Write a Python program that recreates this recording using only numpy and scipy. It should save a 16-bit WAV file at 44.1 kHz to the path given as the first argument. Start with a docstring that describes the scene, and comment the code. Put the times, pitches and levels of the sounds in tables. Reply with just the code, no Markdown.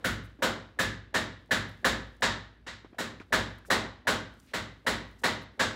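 """The tail of a hammer blow already rings over a quiet hum and a fine putty crackle; more blows follow.
Each runs ahead through the floor as a thud of filtered noise, then knocks: short pulses through wood resonances.
Banded noise then builds and dies as the rooms' diffuse tail, with decaying sines for the low air and panel modes.
Between blows, close to the microphone, putty peels in soft noise bursts, one longer and lower like a breathy squeak.
Brief sine cycles answered by noise make a dull knock just ahead of an early blow, then finger bumps and putty pops."""
import sys
import numpy as np
from scipy import signal
from scipy.fft import rfft, irfft, next_fast_len
from scipy.io import wavfile
from scipy.ndimage import uniform_filter1d, minimum_filter1d

SR = 44100
rng = np.random.default_rng(int(sys.argv[2]) if len(sys.argv) > 2 else 0)


def nominal_scale(level):
    """Amplitude ratio for a level in decibels (scalar or array-like)."""
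    x = np.asarray(level, float) / 20
    return 10 ** x


def wav_record(signal):
    """Record a signal, one row per channel, as 16-bit PCM in the file named by sys.argv[1]."""
    frames = np.transpose(np.atleast_2d(signal))
    bounded = np.clip(frames, -1, 1)
    # unit amplitude maps onto the largest positive 16-bit level
    quanta = np.round(bounded * 32767).astype(np.int16)
    wavfile.write(sys.argv[1], SR, quanta)


N = 253838

# hammer blows: time_s, level_db, wood_ring_hz, weight_db, squareness_db
HAMMER_BLOWS = [(-0.27, -17, 1700, 9, 5), (0.046, -15, 1450, 3.5, -3.5), (0.4245, -15.5, 1450, 5, 3),
                (0.7918, -14, 1720, 2, -2), (1.1442, -15, 1800, 1.9, 0.6), (1.512, -13.5, 1710, 1.2, -1),
                (1.8482, -13, 1720, 3.1, 1), (2.225, -13, 1770, -0.7, 2.1), (2.668, -27, 1710, -5.5, -0.5),
                (2.9867, -21, 1830, 4, 1), (3.3267, -13.5, 1690, 2.7, 1.5), (3.7045, -13.5, 1900, 4, 3.5),
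                (4.0737, -14.5, 1535, 3.5, 2.5), (4.5378, -19, 2000, 1.4, -0.1),
                (4.8677, -15.5, 1940, 3, 2), (5.2381, -14.5, 1980, 2.5, 2.5),
                (5.5967, -14.5, 1690, 0.7, 1.8)]
# how a blow colours its sound: freq_hz, plain_db, db_per_weight_db, db_per_squareness_db
# weight drives the low boards and the top sheen; a square blow trades floor boom for body and brightness
STRIKE_COLOUR = [(111, -1.4, 0.17, -0.95), (307, -0.5, 1.14, 0.32), (910, 0, 0.3, 1.36), (1840, 0, 0, 0),
                 (2860, -0.25, 0, 0.54), (4560, -2, -0.18, 0.67), (8000, -2.5, 0.2, 0.52),
                 (11900, -2, 1.6, -0.36)]
# first arrivals of a blow off the nearest walls, before scatter: delay_s, level_db, inverted (true or false)
FIRST_ARRIVALS = [(0, 3, False), (.0037, 6, True), (.008, 4.5, False), (0.015, 1, False),
                  (0.025, -12, True)]
# resonances of the struck wood in the first arrivals: freq_hz, width_hz, level_db
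WOOD_RESONANCES = [(890, 64, -19.5), (1450, 650, -11.5), (1720, 236, 4), (4240, 240, 18.5),
                   (7500, 900, -26)]
# narrow bands of the ringing steel head, before scatter: freq_hz, width_hz, level_db
STEEL_RESONANCES = [(3510, 940, -26.5), (7350, 1430, 1), (8030, 160, 0.5), (10200, 1130, -1),
                    (14350, 350, -5.5)]
# diffuse tail colour, relative: freq_hz, density_db (per Hz)
TAIL_COLOUR = [(30, -15), (52, -5), (93, 4), (434, -6.5), (763, -9), (1100, -6.5), (1920, -5),
               (2550, -12.5), (3950, -7), (4490, -12), (8000, -22), (8400, -24.5), (12500, -30.5),
               (15500, -30)]
# how the rooms answer: freq_hz, t60_s, build_up_s, likeness_from_blow_to_blow (0-1)
ROOM_DECAY = [(50, 0.58, 0.017, 0.84), (121.2, 0.51, 0.077, 1), (350, 0.44, 0.0082, 0.94),
              (950, 0.43, 0.0042, 0.26), (2430, 0.42, 0.0057, 0.54), (4810, 0.39, 0.0081, 1),
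              (8000, 0.28, 0.01, 0), (11000, 0.22, 0.006, 1), (15000, 0.21, 0.0091, .3)]
# air and panel modes excited by every blow, relative and before scatter: freq_hz, level_db, t60_s
HOUSE_MODES = [(56, -6, 1.0), (102, -9, .7), (236, -6, .5), (260, -8, .5), (528, -9, .45), (628, -10, .45),
               (943, -14, .45), (1126, -14, .45), (1462, -10, .45), (1550, -13, .45), (1647, -11, .45),
               (1719, -10, .45), (1878, -14, .45), (1951, -14, .45), (2065, -12, .45), (2258, -16, .45)]
# noise floor colour, relative: freq_hz, density_db (per Hz)
HOUSE_NOISE = [(18, -38), (30, -10), (65, 2.5), (153, -10.5), (240, -4), (742, -28.5), (1880, -32),
               (2600, -32), (3880, -35), (12000, -65), (15600, -82), (22000, -120)]
# how busy the hands are with the putty: time_s, crackle_level_db
PUTTY_RUSTLE = [(0, -79), (1.202, -92), (1.7, -77), (2.201, -82), (2.6, -90), (3.5, -82), (4.2, -92),
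                (4.451, -69.5), (4.6, -85), (5.15, -78), (5.45, -92), (5.76, -70)]
# putty peels, and one longer, lower breathy squeak: start_s, level_db, centre_hz, length_s
SOFT_BURSTS = [(0.107, -60, 13500, 0.016), (0.227, -68.5, 9000, 0.049), (1.682, -66, 11000, 0.023),
               (2.165, -70, 8000, 0.0064), (2.205, -65, 8000, 0.012), (3.505, -72, 11000, 0.0038),
               (3.58, -66, 11000, 0.012), (3.649, -62, 7000, 0.048), (4.338, -71, 8550, 0.006),
               (4.397, -58.5, 5960, 0.0077), (4.406, -67, 9050, 0.003), (4.461, -63, 2230, 0.08),
               (5.112, -68, 11000, 0.0037), (5.183, -65, 6200, 0.03), (5.212, -65, 7500, 0.021),
               (5.41, -69, 9900, .035)]
# finger bumps, putty pops, and a dull knock through the floor just ahead of a blow:
# start_s, level_db, pitch_hz, length_cycles
BUMPS_AND_POPS = [(0.389, -51, 597, 2.5), (0.391, -44, 292, 4.1), (2.667, -44, 304, 2.5),
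                  (2.846, -47, 890, 2.4), (2.847, -38.5, 324, 1.5), (2.929, -43.5, 322, 1.6),
                  (2.945, -48, 690, 3.7), (3.2, -38, 2290, 3), (3.204, -36.5, 323, 1.3),
                  (3.215, -39.5, 1400, 3), (3.65, -44.5, 1520, 3.5)]

SCATTER_DB = 2.5  # spread of the house modes and steel bands from blow to blow
HARD_BLOW_DB = -13  # knock and ring gain a further dB for each dB of blow level above this, and lose it below


def unit(x):
    """Scale to rms 1."""
    return x / np.sqrt(np.mean(x ** 2) + 1e-20)


def along(hz, at_hz, values):
    """Values read on a log frequency axis."""
    return np.interp(np.log(hz + 1), np.log(np.asarray(at_hz) + 1), values)


def colour(curve):
    """A zero-phase response drawn by (Hz, dB) points."""
    return lambda f: nominal_scale(along(f, *np.transpose(curve)))


def filtered(x, response):
    """x times a complex response of frequency."""
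    m = next_fast_len(x.shape[-1] + 8192)
    spectrum = rfft(x, m) * response(np.fft.rfftfreq(m, 1 / SR))
    return irfft(spectrum, m)[..., :x.shape[-1]]


def band(lo_hz, hi_hz):
    """A causal band-pass response."""
    return lambda f: (1j * f / (lo_hz + 1j * f)) ** 2 * (hi_hz / (hi_hz + 1j * f)) ** 2


def resonances(modes):
    """The causal response of (Hz, width Hz, dB) modes, summed with alternating sign."""
    def response(f):
        total = 0
        for k, (hz, width, db) in enumerate(modes):
            total = total + (-1) ** k * nominal_scale(db) * 1j * f * width / (hz * hz - f * f + 1j * f * width)
        return total
    return response


def add(track, s, sound):
    """Mix a sound in at time s, trimming whatever falls outside the track."""
    start = round(s * SR)
    sound = sound[max(-start, 0):]
    part = track[max(start, 0):][:len(sound)]
    part += sound[:len(part)]


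def floor_thud(t):
    """The boards carry a dull noise burst that rises at once and is cut short while still decaying."""
    lo_hz, hi_hz, rise_s, t60_s = 130, 766, 0.0017, 0.39
    dull = lambda f: band(lo_hz, 1200)(f) / np.sqrt(1 + (f / hi_hz) ** 12)
    noise = unit(filtered(rng.standard_normal(len(t)), dull))
    return noise * (1 - np.exp(-t / rise_s)) * nominal_scale(-60 * t / t60_s)


def knock(t):
    """A short hard contact ringing the wood, copied by the nearest walls."""
    contact = np.hanning(round(0.00073 * SR))
    hits = np.zeros(len(t))
    for delay_s, level_db, inverted in FIRST_ARRIVALS:
        late_s = abs(rng.normal(0, 0.00018))
        level = (-1) ** inverted * nominal_scale(level_db + rng.normal(0, 4.9))
        add(hits, delay_s + late_s, level * contact)
    ring = filtered(hits, lambda f: resonances(WOOD_RESONANCES)(f) * band(500, 12000)(f))
    # the steel face flashes at the very top
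    glint = np.exp(-((t - .011) / .0025) ** 2) * rng.standard_normal(len(t))
    glint = filtered(glint, resonances([(15000, 1300, 0)]))
    return ring / np.abs(ring).max() + nominal_scale(-20) * glint


def diffuse_tail(same_path, fresh, t, count=22):
    """Noise split into bands; each band builds up and dies at the pace of the rooms."""
    far_db, far_longer, far_top_hz = -29, 2.1, 4000  # a larger room rings on underneath, dull with distance
    centre = np.geomspace(40, 16000, count)
    place = np.interp(np.log(np.fft.rfftfreq(len(t), 1 / SR) + 1), np.log(centre), np.arange(count))
    share = np.clip(1 - np.abs(place - np.arange(count)[:, None]), 0, 1)  # overlapping triangles
    hz, *columns = np.transpose(ROOM_DECAY)
    t60, rise, alike = (along(centre, hz, np.abs(c))[:, None] for c in columns)
    alike = np.clip(alike, 0, 1)
    blend = alike * rfft(same_path) + np.sqrt(1 - alike ** 2) * rfft(fresh)
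    bands = irfft(share * blend, len(t))
    near_room = nominal_scale(-60 * t / t60)
    far_room = nominal_scale(far_db - 60 * t / (far_longer * t60)) / (1 + (centre[:, None] / far_top_hz) ** 2)
    return np.sum((1 - np.exp(-t / rise)) * (near_room + far_room) * bands, axis=0)


def house_modes(t):
    """Air and panels ring as decaying sines; neighbours start near opposite phase, then beat."""
    out = np.zeros(len(t))
    for k, (hz, level_db, t60_s) in enumerate(HOUSE_MODES):
        decay = nominal_scale(level_db - 16.5 + rng.normal(0, SCATTER_DB) - 60 * t / t60_s)
        build_up = 1 - np.exp(-t * hz / 1.15)
        out += decay * build_up * np.sin(2 * np.pi * hz * t + np.pi * k + rng.normal(0, 0.22))
    return out


def strike_response(ring_hz, hardness_db, weight_db, square_db):
    """The blow's tone, with the struck spot's two rings and the steel head's bands on top of it."""
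    width_hz, overtone, overtone_width_hz, overtone_db = 182, 2.11, 320, -11.5  # overtone: multiple of the ring
    modes = [(ring_hz, width_hz, hardness_db),
             (overtone * ring_hz, overtone_width_hz, hardness_db + overtone_db)]
    modes += [(hz, width, db + rng.normal(0, SCATTER_DB)) for hz, width, db in STEEL_RESONANCES]
    hz, plain_db, per_weight, per_square = np.transpose(STRIKE_COLOUR)
    tone_db = plain_db + per_weight * weight_db + per_square * square_db
    # one mode at a time, so that all add with the same sign
    return lambda f: nominal_scale(along(f, hz, tone_db)) * (1 + sum(resonances([mode])(f) for mode in modes))


def hammer():
    """Blows reach the floor first as a thud through the boards, then through the air as knock, tail and modes."""
    board_lead_s, air_lead_s = .021, .0035  # each starts this long before the blow's table time
    thud_db, thud_per_weight, thud_per_square = -40.5, 0.8, .9  # base level; dB per dB
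    out, t = np.zeros(N), np.arange(2 ** 15) / SR
    tail_noise = lambda: unit(filtered(rng.standard_normal(len(t)), colour(TAIL_COLOUR)))
    same_path = tail_noise()  # the way from hammer to microphone hardly changes
    for s, level_db, ring_hz, weight_db, square_db in HAMMER_BLOWS:
        thud_level_db = level_db + thud_db + thud_per_weight * weight_db + thud_per_square * square_db
        add(out, s - board_lead_s, nominal_scale(thud_level_db) * floor_thud(t[:2000]))
        hardness_db = level_db - HARD_BLOW_DB
        airborne = nominal_scale(hardness_db - 7) * knock(t)
        airborne += nominal_scale(-8.5) * diffuse_tail(same_path, tail_noise(), t)
        airborne += house_modes(t)
        response = strike_response(ring_hz, hardness_db, weight_db, square_db)
        add(out, s - air_lead_s, nominal_scale(level_db) * filtered(airborne, response))
    return out


def house():
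    """Steady low hum and hiss of the quiet house, as coloured noise."""
    return nominal_scale(-60.5) * unit(filtered(rng.standard_normal(N), colour(HOUSE_NOISE)))


def putty_and_squeak():
    """Sticky putty crackles in tiny random clicks; band-passed noise bursts make its peels and a breathy squeak."""
    chance, size = rng.random((2, N))
    clicks = (chance < 2500 / SR) * nominal_scale(-2.5 * np.log(size + 1e-9)) * rng.choice([-1, 1], N)  # 2500 a second
    grains = clicks + .15 * rng.standard_normal(N)
    crackle = unit(filtered(grains, band(2500, 10000)))
    out = nominal_scale(np.interp(np.arange(N) / SR, *np.transpose(PUTTY_RUSTLE))) * crackle
    for s, level_db, hz, length_s in SOFT_BURSTS:
        noise = rng.standard_normal(round(length_s * SR))
        burst = filtered(noise, lambda f: band(.7 * hz, 1.5 * hz)(f) ** 2)
        add(out, s, nominal_scale(level_db) * unit(burst) * np.sqrt(np.hanning(len(burst))))
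    return out


def bumps_and_pops():
    """A dull floor knock, finger bumps and putty pops: a few smooth cycles, then a short answer of the boards."""
    boards_db, boards_rise_s, boards_t60_s = -10.5, 0.0027, 0.077
    out, t = np.zeros(N), np.arange(SR // 10) / SR
    for s, level_db, hz, cycles in BUMPS_AND_POPS:
        push = np.sin(2 * np.pi * hz * t) * np.exp(-(t * hz / cycles) ** 2)
        near_pitch = lambda f: band(.6 * hz, min(6 * hz, 3000))(f) ** 2
        boards = unit(filtered(rng.standard_normal(len(t)), near_pitch))
        boards = boards * nominal_scale(boards_db - 60 * t / boards_t60_s) * (1 - np.exp(-t / boards_rise_s))
        add(out, s, nominal_scale(level_db) * (push + boards))
    return out


def scene():
    """All sources at one microphone."""
    return (hammer() + house() + putty_and_squeak() + bumps_and_pops())[None]


def low_pass(x):
    """Removes everything above the highest recorded frequency."""
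    return signal.sosfilt(signal.butter(12, 16820, fs=SR, output="sos"), x)


def record(dry):
    """The phone cuts the deepest bass and all above its band limit, then eases down loud moments."""
    bass_cut_hz, top_hz, ease_above_db, ease_db_per_db = 51.0, 15950, -11, 0.42
    bass_cut = lambda f: f ** 4 / np.sqrt(f ** 8 + bass_cut_hz ** 8)
    heard = filtered(dry, lambda f: bass_cut(f) * np.clip((top_hz - f) / 250, 0, 1))
    need = np.minimum(1, nominal_scale(ease_above_db) / (np.abs(heard) + 1e-9)) ** ease_db_per_db
    gain = uniform_filter1d(minimum_filter1d(need, size=301), size=301)  # held, then smoothed, over 7 ms
    return low_pass(heard * gain)


dry = scene()
out = record(dry)
wav_record(out)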